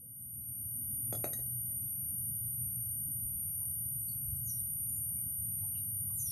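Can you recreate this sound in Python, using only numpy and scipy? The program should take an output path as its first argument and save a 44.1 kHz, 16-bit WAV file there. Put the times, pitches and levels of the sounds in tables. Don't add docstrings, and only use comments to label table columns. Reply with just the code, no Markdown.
import sys
import numpy as np
from scipy import signal
from scipy.fft import rfft, irfft, next_fast_len
from scipy.io import wavfile
from scipy.ndimage import map_coordinates

SR = 44100
rng = np.random.default_rng(int(sys.argv[2]) if len(sys.argv) > 2 else 0)


def log_audio(samples):
    frames = np.atleast_2d(samples).T
    limited = np.clip(frames, -1, 1)
    pcm = np.round(limited * 32767).astype(np.int16)
    wavfile.write(sys.argv[1], SR, pcm)


N = 278287

CHORUS_CONTOUR = [(1.0, -41.5), (1.21, -42), (3.93, -41), (4.45, -43.5), (4.53, -40.5), (6.31, -40.5)]  # time_s, relative_db
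CHORUS_CRESTS = [-.3, .98, 2.28, 3.62, 4.93, 6.12, 7.4]
CHORUS_SPECTRUM = [(7800, -78), (8500, -36), (8700, -22.5), (8850, -6.5), (9000, -3.5), (9280, 1),
                   (9550, -2.5), (9750, -8), (9900, -30), (10150, -43.5), (10500, -102)]
CHORUS_EDGE_SPECTRUM = [(9200, -56.5), (9600, 9.5), (9780, 6), (10000, -10), (10150, -22), (10330, -46.5),
                        (10500, -92)]
WHINE_SPECTRUM = [(11350, -80), (11480, -19.5), (11560, -1.5), (11620, 0), (11850, 1.5), (11910, -14),
                  (11990, -23), (12100, -71)]

ROD_KNOCKS = [(1.127, -27.5, 1430, -38, 1960), (1.149, -35.5, 1210, -39.5, 2020),
              (1.243, -22.5, 3000, -36.5, 1700), (1.332, -43, 790, -37.5, 1152),
              (1.392, -39, 610, -53.5, 1150)]
GRIP_SPECTRUM = [(80, -13.5), (230, 3), (420, 4.5), (600, 6), (750, 3.5), (950, -11.5), (1300, -7.5),
                 (1600, -14), (2000, -11), (2600, -8.5), (3100, -35), (4200, -14), (5300, -19),
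                 (11000, -50)]
TUBE_MODES = [(1295, -6.5, 0.083), (1900, -5, 0.18), (3420, -5, 0.15), (3830, -5, 0.13),
              (4400, -13.5, 0.15), (4960, -12, 0.19), (6240, -3, 0.17), (6520, -4.5, 0.24),
              (7110, -8, 0.43), (7900, -7, 0.17), (8430, -0.5, 0.18)]
HAND_BUMPS = [(3.078, 280, -50.5), (3.241, 55, -40.5), (3.35, 72.4, -37), (4.28, 67, -34.5),
              (4.325, 84.5, -32)]

CULVERT_SPECTRUM = [(20, -21), (35, -22.5), (58, -8.5), (80, -1), (110, -0.5), (135, -0.5), (160, -7),
                    (200, -12), (270, -31.5), (350, -47), (450, -52.5), (900, -73)]
CHURN_CONTOUR = [(0, -58.5), (.8, -61), (1.7, -66), (6.31, -68)]
CHURN_SPECTRUM = [(150, -22), (190, 4), (230, 3), (275, -1), (330, -13.5), (390, -22), (480, -31),
                  (800, -63)]
WASH_SPECTRUM = [(100, -6), (400, 2.5), (700, 1.5), (1200, 0.5), (2500, -3.5), (5000, -5), (6500, -4),
                 (8200, 1), (9500, 4.5), (10500, -45)]
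CLEAR_BUBBLES = [(.02, 490, -50), (1.695, 575, -59.5), (1.712, 1899, -62.5), (2.39, 462, -65),
                 (3.612, 903, -57.5), (5.105, 868, -61.5), (5.43, 566, -70), (5.63, 835, -55.5),
                 (5.73, 850, -63), (6.1, 1123, -56), (6.113, 816, -61)]

PEEPS_AND_BLIPS = [(1.82, .013, 6000, -66), (1.87, 0.014, 3600, -69.5), (3.515, 0.017, 5630, -68),
                   (3.56, 0.046, 6310, -67.5), (3.715, 0.017, 5120, -72), (3.995, 0.032, 7940, -55),
                   (4.05, 0.06, 8030, -57), (4.082, 0.016, 4550, -50.5), (4.24, 0.042, 8000, -62),
                   (4.35, .031, 8000, -57), (4.58, .013, 3860, -65), (4.748, .02, 8450, -58),
                   (4.868, 0.013, 6280, -63), (4.885, 0.033, 7130, -56.5), (4.93, 0.05, 7150, -56.5),
                   (5.165, 0.041, 2310, -67), (5.572, 0.033, 2070, -69), (5.765, 0.027, 3910, -69.5),
                   (6.255, 0.054, 3520, -66.5)]
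BIRD_SLURS = [(4.43, 0.084, 7050, -55), (4.468, .055, 6120, -48), (5.745, 0.023, 3000, -56.5),
              (6.145, .09, 7700, -50.5), (6.18, 0.043, 6425, -44.5), (6.215, 0.11, 6340, -47.5)]
WEED_TICKS = [(.337, -43.5)]  # start_s, level_db
TICK_SPECTRUM = [(6000, -35), (7700, 2), (8500, -12), (10200, 8), (11500, -32), (12900, -4), (13800, -10),
                 (14700, 3)]
MOTOR_SWELLS = [(0.757, 0.93, 110.7, -52.5), (1.24, 0.57, 123.5, -49.5), (2.197, 0.96, 124, -52.5),
                (3.846, 0.74, 134.5, -53), (5, 1.7, 98.5, -51.5)]
BANK_DECAY = [(200, 0.31), (2000, 0.19), (8000, 0.33)]


def insects(trim_db=-0.87, edge_db=-6, wave_depth_db=12, bend_hz=42):
    wave_cycles = np.interp(np.arange(N) / SR, CHORUS_CRESTS, np.arange(len(CHORUS_CRESTS)))
    effort = np.cos(2 * np.pi * wave_cycles)
    edge_gain = amp(edge_db + wave_depth_db * (effort - 1) / 2 + 1.3 * wobble(11))
    edge = edge_gain * tymbals(CHORUS_EDGE_SPECTRUM, clicks_per_s=7400)
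    chorus = tymbals(CHORUS_SPECTRUM, clicks_per_s=9000) + edge
    analytic = signal.hilbert(chorus, next_fast_len(N))[:N]
    shift_hz = bend_hz * (effort + 0.49 * wobble(6))
    bent = np.real(analytic * np.exp(2j * np.pi * np.cumsum(shift_hz) / SR))
    return amp(contour(CHORUS_CONTOUR) + trim_db) * bent


def tymbals(spectrum, clicks_per_s):
    clicks = (rng.random(N) < clicks_per_s / SR) * rng.standard_normal(N)
    return coloured(clicks, spectrum)


def whine(pitch_hz=11743.6, buzz_hz=59.85, level_db=-41, flutter=0.06):
    since_restart_s = np.arange(N) / SR % (1 / buzz_hz)
    tone = np.sin(2 * np.pi * pitch_hz * since_restart_s) * (1 + flutter * wobble(500))
    return amp(level_db) * coloured(tone, WHINE_SPECTRUM)


def rod(rattle_rate_hz=260, rattle_t60_s=0.034, bump_t60_s=0.15):
    out, t = np.zeros(N), np.arange(SR // 4) / SR
    for start_s, thud_db, cutoff_hz, rattle_db, node_hz in ROD_KNOCKS:
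        thud = signal.lfilter(*signal.butter(2, cutoff_hz, fs=SR), struck(GRIP_SPECTRUM))
        add(out, start_s, echoed(amp(thud_db) * thud, wet_db=-3.5))
        for hz, mode_db, t60_s in TUBE_MODES:
            coupling = abs(np.sin(np.pi * hz / node_hz))
            jitter = map_coordinates(rng.standard_normal(256), [t * rattle_rate_hz], mode="wrap")
            mode = coupling * np.sin(2 * np.pi * hz * t + 0.93 * jitter)
            decay = amp(-60 * t / t60_s) + 1.46 * amp(-60 * t / rattle_t60_s)
            attack = 1 - np.exp(-t / 0.00066)
            add(out, start_s, amp(rattle_db + mode_db - 12) * attack * decay * mode)
    bump_envelope = amp(-60 * t / bump_t60_s) * (1 - np.exp(-t / 0.0049))
    for start_s, hz, level_db in HAND_BUMPS:
        add(out, start_s, amp(level_db) * bump_envelope * np.sin(2 * np.pi * hz * t))
    return out


def water(rumble_db=-50.5, wash_db=-73.5, tiny_count=420):
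    rumble = amp(rumble_db - 0.53 * wobble(2) + 0.65 * wobble(9)) * noise(CULVERT_SPECTRUM)
    churn = amp(contour(CHURN_CONTOUR) + wobble(2.92) + 3.33 * wobble(20)) * noise(CHURN_SPECTRUM)
    wash = amp(wash_db + 0.5 * wobble(15)) * noise(WASH_SPECTRUM)
    tiny, clear = np.zeros(N), np.zeros(N)
    for when, height, strength in rng.random((tiny_count, 3)):
        pop = bubble(hz=350 * 13 ** height, cycles=20, rise=0.15)
        add(tiny, when * N / SR, amp(-82.5 + 8.1 * strength ** 3) * pop)
    for start_s, hz, level_db in CLEAR_BUBBLES:
        add(clear, start_s, echoed(amp(level_db) * bubble(hz, cycles=40, rise=0.088), wet_db=-1))
    return rumble + churn + wash + echoed(tiny, wet_db=-2)[:N] + clear


def bubble(hz, cycles, rise):
    progress = np.arange(int(cycles * SR / hz)) * hz / SR / cycles
    envelope = amp(-40 * progress) * (1 - np.exp(-12 * progress))
    return envelope * np.sin(2 * np.pi * cycles * progress * (1 + rise * progress / 2))


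def chirps(notes, fall_hz_per_s, rasp_hz, wet_db):
    out = np.zeros(N)
    for start_s, length_s, onset_hz, relative_db in notes:
        t = np.arange(int(length_s * SR)) / SR
        waver = map_coordinates(rng.standard_normal(128), [t * 600], mode="wrap")
        phase = 2 * np.pi * np.cumsum(onset_hz - fall_hz_per_s * t + rasp_hz * waver) / SR
        envelope = amp(relative_db - 3) * np.sin(np.pi * t / length_s)
        add(out, start_s, echoed(envelope * np.sin(phase), wet_db))
    return out


def ticks(attack_s=0.002, t60_s=0.05):
    out, t = np.zeros(N), np.arange(SR // 8) / SR
    envelope = amp(-60 * t / t60_s) * (1 - np.exp(-t / attack_s))
    for start_s, level_db in WEED_TICKS:
        add(out, start_s, amp(level_db) * envelope * noise(TICK_SPECTRUM)[:len(t)])
    return out


def motors():
    out, t = firing_tone(hz=113.66, level_db=-56), np.arange(N) / SR
    for start_s, length_s, hz, level_db in MOTOR_SWELLS:
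        swell = np.sin(np.pi * np.clip((t - start_s) / length_s, 0, 1))
        out += swell * firing_tone(hz, level_db)
    return out


def firing_tone(hz, level_db, waver_hz=1.214, waver_db=1.5):
    phase = 2 * np.pi * np.cumsum(hz + waver_hz * wobble(8.5)) / SR
    return amp(level_db + waver_db * wobble(7.8)) * unit(np.sin(phase))


def drips(count=10, level_db=-71, low_hz=2800, high_hz=5800):
    out = np.zeros(N)
    for when, height, softness in rng.random((count, 3)):
        plink = bubble(low_hz * (high_hz / low_hz) ** height, cycles=104, rise=0.05)
        add(out, when * N / SR, amp(level_db - 2.7 * softness) * plink)
    return echoed(out, wet_db=1)[:N]


def echoed(x, wet_db):
    hz, t, bands = signal.stft(rng.standard_normal(SR // 3), SR, nperseg=256)
    decay = amp(-60 * t / along(BANK_DECAY, hz)[:, None])
    response = signal.istft(bands * decay, SR, nperseg=256)[1]
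    response = np.pad(response, (SR // 300, 0))
    response *= amp(wet_db) / np.linalg.norm(response)
    response[0] = 1
    return signal.fftconvolve(x, response)


def struck(spectrum, size=4096):
    gain = amp(along(spectrum, np.fft.rfftfreq(size, 1 / SR)))
    cepstrum = irfft(np.log(gain))
    cepstrum[1:size // 2] *= 2
    cepstrum[size // 2 + 1:] = 0
    pulse = irfft(np.exp(rfft(cepstrum)))
    return pulse / np.abs(pulse).max()


def noise(spectrum):
    return coloured(rng.standard_normal(N), spectrum)


def coloured(x, spectrum):
    return unit(filtered(x, lambda hz: amp(along(spectrum, hz))))


def filtered(x, response):
    size = next_fast_len(N + SR // 2)
    return irfft(rfft(x, size) * response(np.fft.rfftfreq(size, 1 / SR)), size)[:N]


def along(points, hz):
    freqs_hz, values = np.transpose(points)
    return np.interp(np.log(hz + 1), np.log(freqs_hz + 1), values)


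def contour(points):
    return np.interp(np.arange(N) / SR, *np.transpose(points))


def wobble(knots_per_s):
    knots = rng.standard_normal(int(N * knots_per_s / SR) + 4)
    return map_coordinates(knots, [np.arange(N) * knots_per_s / SR])


def add(track, start_s, sound):
    part = track[max(round(start_s * SR), 0):][:len(sound)]
    part += sound[:len(part)]


def amp(db):
    return 10 ** (np.asarray(db) / 20)


def unit(x):
    return x / np.sqrt(np.mean(x ** 2) + 1e-20)


def scene(start_gain=0.19, fade_s=0.93):
    peeps_and_blips = chirps(PEEPS_AND_BLIPS, fall_hz_per_s=1100, rasp_hz=30, wet_db=-1)
    slurs = chirps(BIRD_SLURS, fall_hz_per_s=10500, rasp_hz=80.5, wet_db=3)
    mix = water() + drips() + insects() + whine() + motors() + rod() + ticks() + peeps_and_blips + slurs
    fade = np.interp(np.arange(N) / SR, [0, fade_s], [start_gain, 1])
    return (fade * mix)[None]


def record(dry, cutoff_hz=15000):
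    return filtered(dry[0], lambda hz: hz < cutoff_hz)[None]


dry = scene()
out = record(dry)
log_audio(out)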